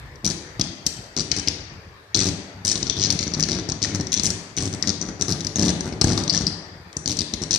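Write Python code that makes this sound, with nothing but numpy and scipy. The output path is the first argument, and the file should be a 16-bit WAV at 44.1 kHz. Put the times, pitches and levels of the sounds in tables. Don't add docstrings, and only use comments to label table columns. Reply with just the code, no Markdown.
import sys
import numpy as np
from scipy import signal
from scipy.fft import rfft, irfft, next_fast_len
from scipy.io import wavfile
from scipy.ndimage import uniform_filter1d, minimum_filter1d

SR = 44100
rng = np.random.default_rng(int(sys.argv[2]) if len(sys.argv) > 2 else 0)


def dump_mix(stems):
    frames = np.atleast_2d(stems).T
    limited = np.clip(frames, -1, 1)
    pcm = np.round(limited * 32767).astype(np.int16)
    wavfile.write(sys.argv[1], SR, pcm)


def attenuation_scalar(level_db):
    decades = np.asarray(level_db, float) / 20
    return 10 ** decades


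N = 334674
HALF_WAVE = 0.01

# (frequency [Hz], level [dB])
LEFT_PORT = [(500, -38), (1000, -54), (1900, -18.5), (2900, -20), (4400, -1.5), (5300, -0.5), (5900, 6),
             (6400, -2), (7400, -13.5), (8400, -20), (9800, -33.5), (12300, -44.5), (13000, -42),
             (15000, -70.5)]
# (frequency [Hz], likeness [-1 to 1])
COHERENCE = [(60, 1), (170, 0.88), (500, 0.84), (1460, -0.074), (4250, -0.14), (12300, -0.12)]


def evened(x):
    return x / np.sqrt(np.mean(x ** 2) + 1e-20)


def read(points, hz):
    f, value = np.transpose(points)
    return np.interp(np.log(hz + 1), np.log(f + 1), value)


def causal(points, size=4096):
    hz = abs(np.fft.fftfreq(size, 1 / SR))
    log_gain = np.log(attenuation_scalar(np.maximum(read(points, hz), -100)))
    return np.fft.ifft(np.exp(np.conj(signal.hilbert(log_gain)))).real[:size // 2]


def spikes(s, size):
    place = np.clip((s * SR).astype(int), 0, N + 1)
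    return np.bincount(place.ravel(), size.ravel(), N + 2)[:N]


def burns(glow_crackle_db=-8, sizzle_db=-12, spark_thump_db=-13, second_strike=0.53):
    # (first strike [s], length [s], crackle [dB], thump [dB], sizzle over crackle [dB])
    flares = [(0.245, 0.034, -15, -28, -17), (1.166, 0.051, -17.5, -27.5, -19),
              (1.366, 0.039, -21.5, -30.5, -14.5), (2.153, 0.093, -20, -26.5, -12.5),
              (2.257, 0.039, -19.5, -25.5, -12.5), (2.65, 0.042, -17.5, -32.5, -4),
              (2.679, 0.052, -18, -34, -17.5), (2.968, 0.051, -24, -29, -21),
              (3.018, 0.051, -15, -32.5, -26.5), (3.208, 0.033, -18.5, -31, -20),
              (3.488, .068, -18, -29, -21.5), (3.557, 0.048, -29, -29, -47),
              (3.818, 0.034, -13, -32, -24.5), (4.235, 0.042, -18.5, -29.5, -7),
              (4.595, 0.089, -26.5, -29.5, -12.5), (4.728, 0.026, -28, -30, -12),
              (4.873, 0.04, -16.5, -26, -22.5), (5.283, 0.052, -19.5, -24, -15.5),
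              (5.585, 0.047, -18, -22, -20), (5.631, 0.077, -19.5, -21, -16),
              (6.072, 0.064, -21.5, -21.5, -17), (6.327, 0.061, -18.5, -29, -19.5),
              (7.077, 0.059, -21, -30.5, -15.5), (7.509, .06, -13.5, -32.5, -16.5)]
    # (time [s], crackle [dB], thump [dB], sizzle over crackle [dB], hollowness [dB])
    pairs = [(1.474, -14.5, -26.5, -20, 0.5), (2.868, -21, -32, -26, 2.5), (2.898, -14.5, -29, -25, 0),
             (3.269, -26, -27, -30, 0), (3.338, -17, -30.5, -28, 1.5), (3.397, -16, -46.5, -18, 0.5),
             (3.428, -14, -27.5, -27.5, -2), (3.689, -19, -27.5, -13, 3), (3.948, -25.5, -26, -11, -3),
             (3.999, -25, -22, -28, 2), (4.12, -20.5, -42, -21, -9), (4.167, -14, -30.5, -24, -4),
             (4.575, -14, -29, -24, -2.5), (5.015, -22.5, -26.5, -20.5, -4), (5.212, -16.5, -26, -17, -3.5),
             (5.559, -20.5, -24.5, -23, -11), (5.926, -31, -26.5, -29, 4), (6.177, -18, -33, -18, 2.5),
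             (6.199, -25, -27, -29, 4), (6.297, -18, -48, -26, 7.5), (6.41, -21.5, -26, -22, -1),
             (6.468, -22.5, -27.5, -12, 13.5), (7.208, -19, -27.5, -20.5, 6),
             (7.418, -25, -26.5, -13.5, -2)]
    # (time [s], crackle [dB], thump [dB], sizzle over crackle [dB])
    snaps = [(0.596, -16.5, -22.5, -20.5), (0.612, -11, -27.5, -24.5), (0.866, -12.5, -29, 0),
             (1.316, -9, -26.5, -30), (2.147, -5, -33.5, -27.5), (2.757, -16, -27, -33),
             (2.828, -12.5, -27.5, -30), (3.104, -8, -57, -16), (3.126, -20, -26, -5),
             (3.19, -16.5, -40, -26), (3.318, -22.5, -31, -48), (3.72, -17, -27.5, -31),
             (4.141, -10, -34, -23), (4.197, -13.5, -29, -21), (4.303, -22.5, -32, -4),
             (4.827, -12.5, -33, -26), (5.089, -27, -24.5, -26), (5.408, -16, -46, -23),
             (5.448, -20, -27.5, -16), (5.468, -17.5, -30.5, -23), (5.808, -22, -28, -21),
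             (5.845, -28.5, -30, -35), (6.014, -5, -17, -22.5), (6.042, -15, -11.5, -3),
             (6.239, -22, -43, -15.5), (6.279, -18, -29.5, -26), (6.968, -28, -28.5, -2.5),
             (7.059, -28, -31, -20), (7.338, -13, -26, -20.5), (7.587, -17, -28, -11)]
    # (first strike [s], length [s], thump [dB])
    glows = [(1.219, 0.085, -59), (2.766, 0.084, -36), (2.919, .05, -44), (3.067, .1, -31),
             (3.368, 0.044, -27), (3.455, 0.026, -33), (3.857, 0.13, -31.5), (4.272, 0.055, -31),
             (4.839, 0.043, -33.5), (5.034, 0.093, -34.5), (5.196, 0.065, -33.5), (5.338, 0.089, -37),
             (5.704, 0.021, -33), (5.857, 0.039, -28.5), (6.143, 0.087, -30.5), (7.144, 0.021, -47),
             (1.327, 0.0094, -27), (2.727, .03, -35), (0.289, 0.031, -37), (6.492, 0.018, -36)]
    # (time [s], crackle [dB])
    stray = [(.158, -48), (0.291, -29), (.302, -16.5), (0.31, -17), (0.858, -40), (2.777, -23),
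             (3.587, -27), (4.009, -28), (4.07, -29.5), (4.13, -23), (2.715, -18.5), (5.703, -27),
             (5.89, -49), (4.569, -27.5), (5.198, -36), (6.93, -41), (7.169, -21.5), (7.189, -17),
             (7.438, -23.5)]
    rows = [(s, HALF_WAVE, *rest, 0) for s, *rest in snaps]
    rows += [(*row, 0) for row in flares]
    pair_length = (1 + second_strike) * HALF_WAVE
    rows += [(s, pair_length, *rest) for s, *rest in pairs]
    rows += [(s, length, low + glow_crackle_db, low, sizzle_db, 0) for s, length, low in glows]
    rows += [(s, HALF_WAVE, db, db + spark_thump_db, sizzle_db, 0) for s, db in stray]
    return np.array(rows).T[..., None]


def strikes(count=12):
    start, length = burns()[:2]
    k = np.arange(count)
    return start + k * HALF_WAVE, np.sqrt(np.clip(length / HALF_WAVE - k, 0, 1))


def crackle(uneven_db=2.5, jitter_s=0.0006, rise_s=0.001, fall_s=0.002, after_s=0.004, after=0.2,
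            lumpy_db=2.5, flare_tint_db=1.5, strike_tint_db=2.0, sizzle_spread_db=0.5,
            again_db=-10, hot_db=-19):
    band_edges = [-999, 2800, 4300, 5500, 7200, 9500, SR]
    s, burn = strikes()
    db, sizzle_db, hollow_db = burns()[[2, 4, 5]]
    sizzle_db = sizzle_db + sizzle_spread_db * rng.standard_normal(s.shape)
    chance = rng.standard_normal(s.shape + (4,))
    size = burn * attenuation_scalar(db + uneven_db * chance[..., 0])
    early = s + jitter_s * chance[..., 1]

    again = attenuation_scalar(again_db + 1.02 * chance[..., 2] + 0.33 * np.minimum(db - hot_db, 0))
    late = s + HALF_WAVE * (0.5 + 0.13 * chance[..., 3])

    flare_tint = flare_tint_db * rng.standard_normal((len(s), 1, len(band_edges)))
    strike_tint = strike_tint_db * rng.standard_normal(s.shape + (len(band_edges),))
    tint_db = flare_tint + strike_tint

    t = np.arange(-441, 442) / SR
    fall = (1 - after) * np.exp(-(t / fall_s) ** 2) + after * np.exp(-abs(t) / after_s)
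    spit = np.where(t < 0, np.exp(-(t / rise_s) ** 2), fall)
    spit /= np.sqrt(np.sum(spit ** 2) / (HALF_WAVE * SR))
    lumps = evened(uniform_filter1d(rng.standard_normal(N), size=24))
    noise = evened(rng.standard_normal(N) * attenuation_scalar(lumpy_db * lumps))

    size_fft = next_fast_len(N)
    hz = np.fft.rfftfreq(size_fft, 1 / SR)
    sizzle_share = (0, 0, 0.064, 0.2, 0.91, 0.81)
    hollow_share = (0, 0, 1, -1, 0, 0)
    spectrum = 0
    for k, (lo, hi) in enumerate(zip(band_edges, band_edges[1:])):
        lift_db = sizzle_share[k] * np.clip(sizzle_db + 18.0, -15, 12)
        gain = size * attenuation_scalar(tint_db[..., k] + hollow_share[k] * hollow_db + lift_db)
        gate = signal.oaconvolve(spikes(early, gain) + spikes(late, gain * again), spit, "same")
        band = np.clip((hz - lo) / 1000 + 0.5, 0, 1) - np.clip((hz - hi) / 1000 + 0.5, 0, 1)
        spectrum = spectrum + rfft(gate * noise, size_fft) * band
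    return irfft(spectrum, size_fft)[:N] / np.linalg.norm(causal(LEFT_PORT))


def thump(uneven_db=1.0, lag_s=-0.00089, jitter_s=0.001167, flutter=0.37):
    # (frequency [Hz], level [dB])
    push_spectrum = [(18, -99), (30, -6), (87, 2.5), (129, -1), (182, 3.5), (240, -3.5), (287, -1),
                     (412, -7.5), (477, -15.5), (792, -19), (1050, -29.5), (1500, -34.5), (1950, -88),
                     (3300, -120)]
    s, burn = strikes()
    size = burn * attenuation_scalar(burns()[3])
    chance = rng.standard_normal(s.shape + (4,))
    push = spikes(s + lag_s + jitter_s * chance[..., 0], size * attenuation_scalar(uneven_db * chance[..., 1]))
    loose = spikes(s + lag_s + 0.42 * HALF_WAVE * chance[..., 2], size * flutter * chance[..., 3])
    shape = causal(push_spectrum)
    shape = shape / np.linalg.norm(shape)
    return signal.oaconvolve(push + loose, shape)[:N] * np.sqrt(HALF_WAVE * SR)


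def pop(hz, t60=0.043, rough=1.1, rise_s=0.00091):
    t = np.arange(2000) / SR
    wobble = evened(uniform_filter1d(rng.standard_normal(len(t)), size=30))
    envelope = np.minimum(t / rise_s, 1) * attenuation_scalar(-60 * t / t60)
    return envelope * (1 + rough * wobble) * np.sin(2 * np.pi * hz * t)


def pops(count=16, low_hz=1094, high_hz=2640, pop_db=-33, per_thump=0.66, spread_db=2.5):
    # (time [s], peak [dB], pitch [Hz])
    knocks = [(1.477, -18.5, 2835), (3.395, -25.5, 1760), (3.486, -27, 1727), (3.847, -19, 1865),
              (4.577, -21, 2230), (4.831, -28, 1970), (4.838, -21.5, 1860), (5.085, -41, 1880),
              (6.015, -17.5, 1210), (6.117, -27, 1780), (6.177, -20, 1180), (6.343, -21, 1770)]
    s, burn = strikes()
    spread = spread_db * rng.standard_normal(s.shape)
    size = burn * attenuation_scalar(pop_db + per_thump * (burns()[3] + 28.5) + spread)
    kind = rng.integers(0, count, s.shape)
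    out = np.zeros(N)
    for k, hz in enumerate(np.geomspace(low_hz, high_hz, count)):
        out += signal.oaconvolve(spikes(s, size * (kind == k)), pop(hz))[:N]
    for moment, db, hz in knocks:
        out[round(moment * SR):][:2000] += attenuation_scalar(db) * pop(hz)
    return out


def echoes(x, gap_s=0.0022, turn_s=0.13, density=0.06):
    # (frequency [Hz], reverberation time [s])
    decay = [(60, 0.5), (300, 0.78), (1000, 2.04), (3000, 0.99), (4200, 0.63), (4700, 0.97), (5200, 0.65),
             (6500, 0.68), (9000, 0.53), (12000, 0.63)]
    # (frequency [Hz], level [dB])
    wet = [(60, -4.5), (300, -1), (1000, 3.5), (3000, 3), (4600, -7), (5900, -10.5), (6500, -7), (9000, -3),
           (10500, -3), (12000, -10)]
    hz = np.fft.rfftfreq(512, 1 / SR)[:, None]
    same = np.clip(read(COHERENCE, hz), -1, 1)
    t60 = read(decay, hz)
    span = 3 * SR // 4
    out = np.zeros((2, N))
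    for k in range(3):
        taps = rng.choice([-1.0, 1.0], (2, span)) * (rng.random((2, span)) < density)
        taps = taps * (np.arange(span) > gap_s * SR)
        _, t, (a, b) = signal.stft(taps, SR, nperseg=512)
        fade = attenuation_scalar(read(wet, hz) - 60 * t / t60)
        fade = fade / np.sqrt(density * SR * t60 / (6 * np.log(10)))
        pair = np.array([a, same * a + np.sqrt(1 - same ** 2) * b])
        tail = signal.istft(pair * fade, SR, nperseg=512)[1]
        share = np.sqrt(2 / 3) * np.cos(np.pi * (np.arange(N) / SR / turn_s + k) / 3)
        out += signal.fftconvolve(x * share, tail, axes=1)[:, :N]
    return out


def far_wall(x, delay_s=0.392, db=-11, dull_hz=170):
    late = np.pad(x, (round(delay_s * SR), 0))[:N]
    return attenuation_scalar(db) * signal.sosfilt(signal.butter(2, dull_hz, fs=SR, output="sos"), late)


def traffic(level_db=-44.5, patchy_db=2.5, swell_db=1.0, fade_db_per_s=-2.2, rumble_hz=130):
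    # (frequency [Hz], spectral density [dB per Hz])
    wash = [(24, -56), (40, -19), (70, 1), (222, -21.5), (405, -14), (611, -17), (673, -19), (1170, -17.5),
            (1600, -19.5), (1810, -15), (3000, -31), (4530, -29), (10000, -46), (12800, -45), (14600, -46),
            (16600, -62), (22000, -120)]
    # (frequency [Hz], left over right [dB])
    balance = [(60, -2.5), (170, 6), (500, 0), (1460, 3), (4250, 9), (12300, -3.5)]
    frames = N // 256 + 5
    hz = np.fft.rfftfreq(1024, 1 / SR)[:, None]
    a, b, c, d, patches = rng.standard_normal((frames, 513, 5)).T
    patches = uniform_filter1d(patches, size=8, axis=0)
    patches = evened(uniform_filter1d(patches, size=14, axis=1))
    swell = evened(uniform_filter1d(rng.standard_normal(frames), size=30))
    same = np.clip(read(COHERENCE, hz), -1, 1)
    left = a + 1j * b
    z = np.array([left, same * left + np.sqrt(1 - same ** 2) * (c + 1j * d)])
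    z *= attenuation_scalar(read(wash, hz) + patchy_db * patches + swell_db * swell)
    seconds = np.arange(frames) * 256 / SR
    z *= attenuation_scalar(fade_db_per_s * (seconds - 3) / (1 + (hz / rumble_hz) ** 4))
    z *= attenuation_scalar(np.array([0.5, -0.5])[:, None, None] * read(balance, hz))
    return attenuation_scalar(level_db) * evened(signal.istft(z, nperseg=1024, noverlap=768)[1][:, :N])


def scene():
    # (frequency [Hz], level [dB])
    right_port = [(500, -33.5), (1000, -32.5), (1400, -28.5), (2000, -26.5), (3000, -23.5), (3600, -18.5),
                  (4800, -14.5), (6800, -14.5), (8800, -18.5), (10500, -27.5), (12300, -31.5),
                  (13000, -45.5), (15000, -65)]
    spit, push = crackle(), thump()
    ports = np.array([signal.oaconvolve(spit, causal(port))[:N] for port in (LEFT_PORT, right_port)])
    lean = attenuation_scalar(np.array([[0.8], [-1.6]]))
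    arc = attenuation_scalar(-3.0) * ports + lean * np.array([push, np.roll(push, shift=2)])
    sheath = attenuation_scalar(np.array([[-5], [-10]])) * pops()
    return arc + sheath + echoes(arc + 0.5 * sheath) + lean * far_wall(push) + traffic()


def gate_treble(x, under_db=-23.0, from_hz=7000, attack_db=-13.5, jump=2.6):
    hz, _, z = signal.stft(x, SR, nperseg=512)
    power = uniform_filter1d(abs(z) ** 2, size=6, axis=1)
    power = uniform_filter1d(power, size=3, axis=2)
    middle = power[:, (hz > 1500) & (hz < 8000)].mean((0, 1))
    attack = middle > jump * np.roll(middle, shift=3)
    strong = power > middle * attenuation_scalar(2 * (under_db + attack_db * attack))
    kept = strong | (hz < from_hz)[:, None]
    return signal.istft(z * kept, SR, nperseg=512)[1][:, :N]


def roll_off(x):
    return signal.sosfilt(signal.butter(12, 14600, fs=SR, output="sos"), x)


def record(dry):
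    ceiling = 0.93
    dry = signal.sosfilt(signal.butter(2, 40, "high", fs=SR, output="sos"), dry)
    gain = np.minimum(ceiling / (abs(dry).max(0) + 1e-9), 1)
    held = dry * uniform_filter1d(minimum_filter1d(gain, size=89), size=89)
    mix = gate_treble(held)
    return roll_off(mix)


dry = scene()
out = record(dry)
dump_mix(out)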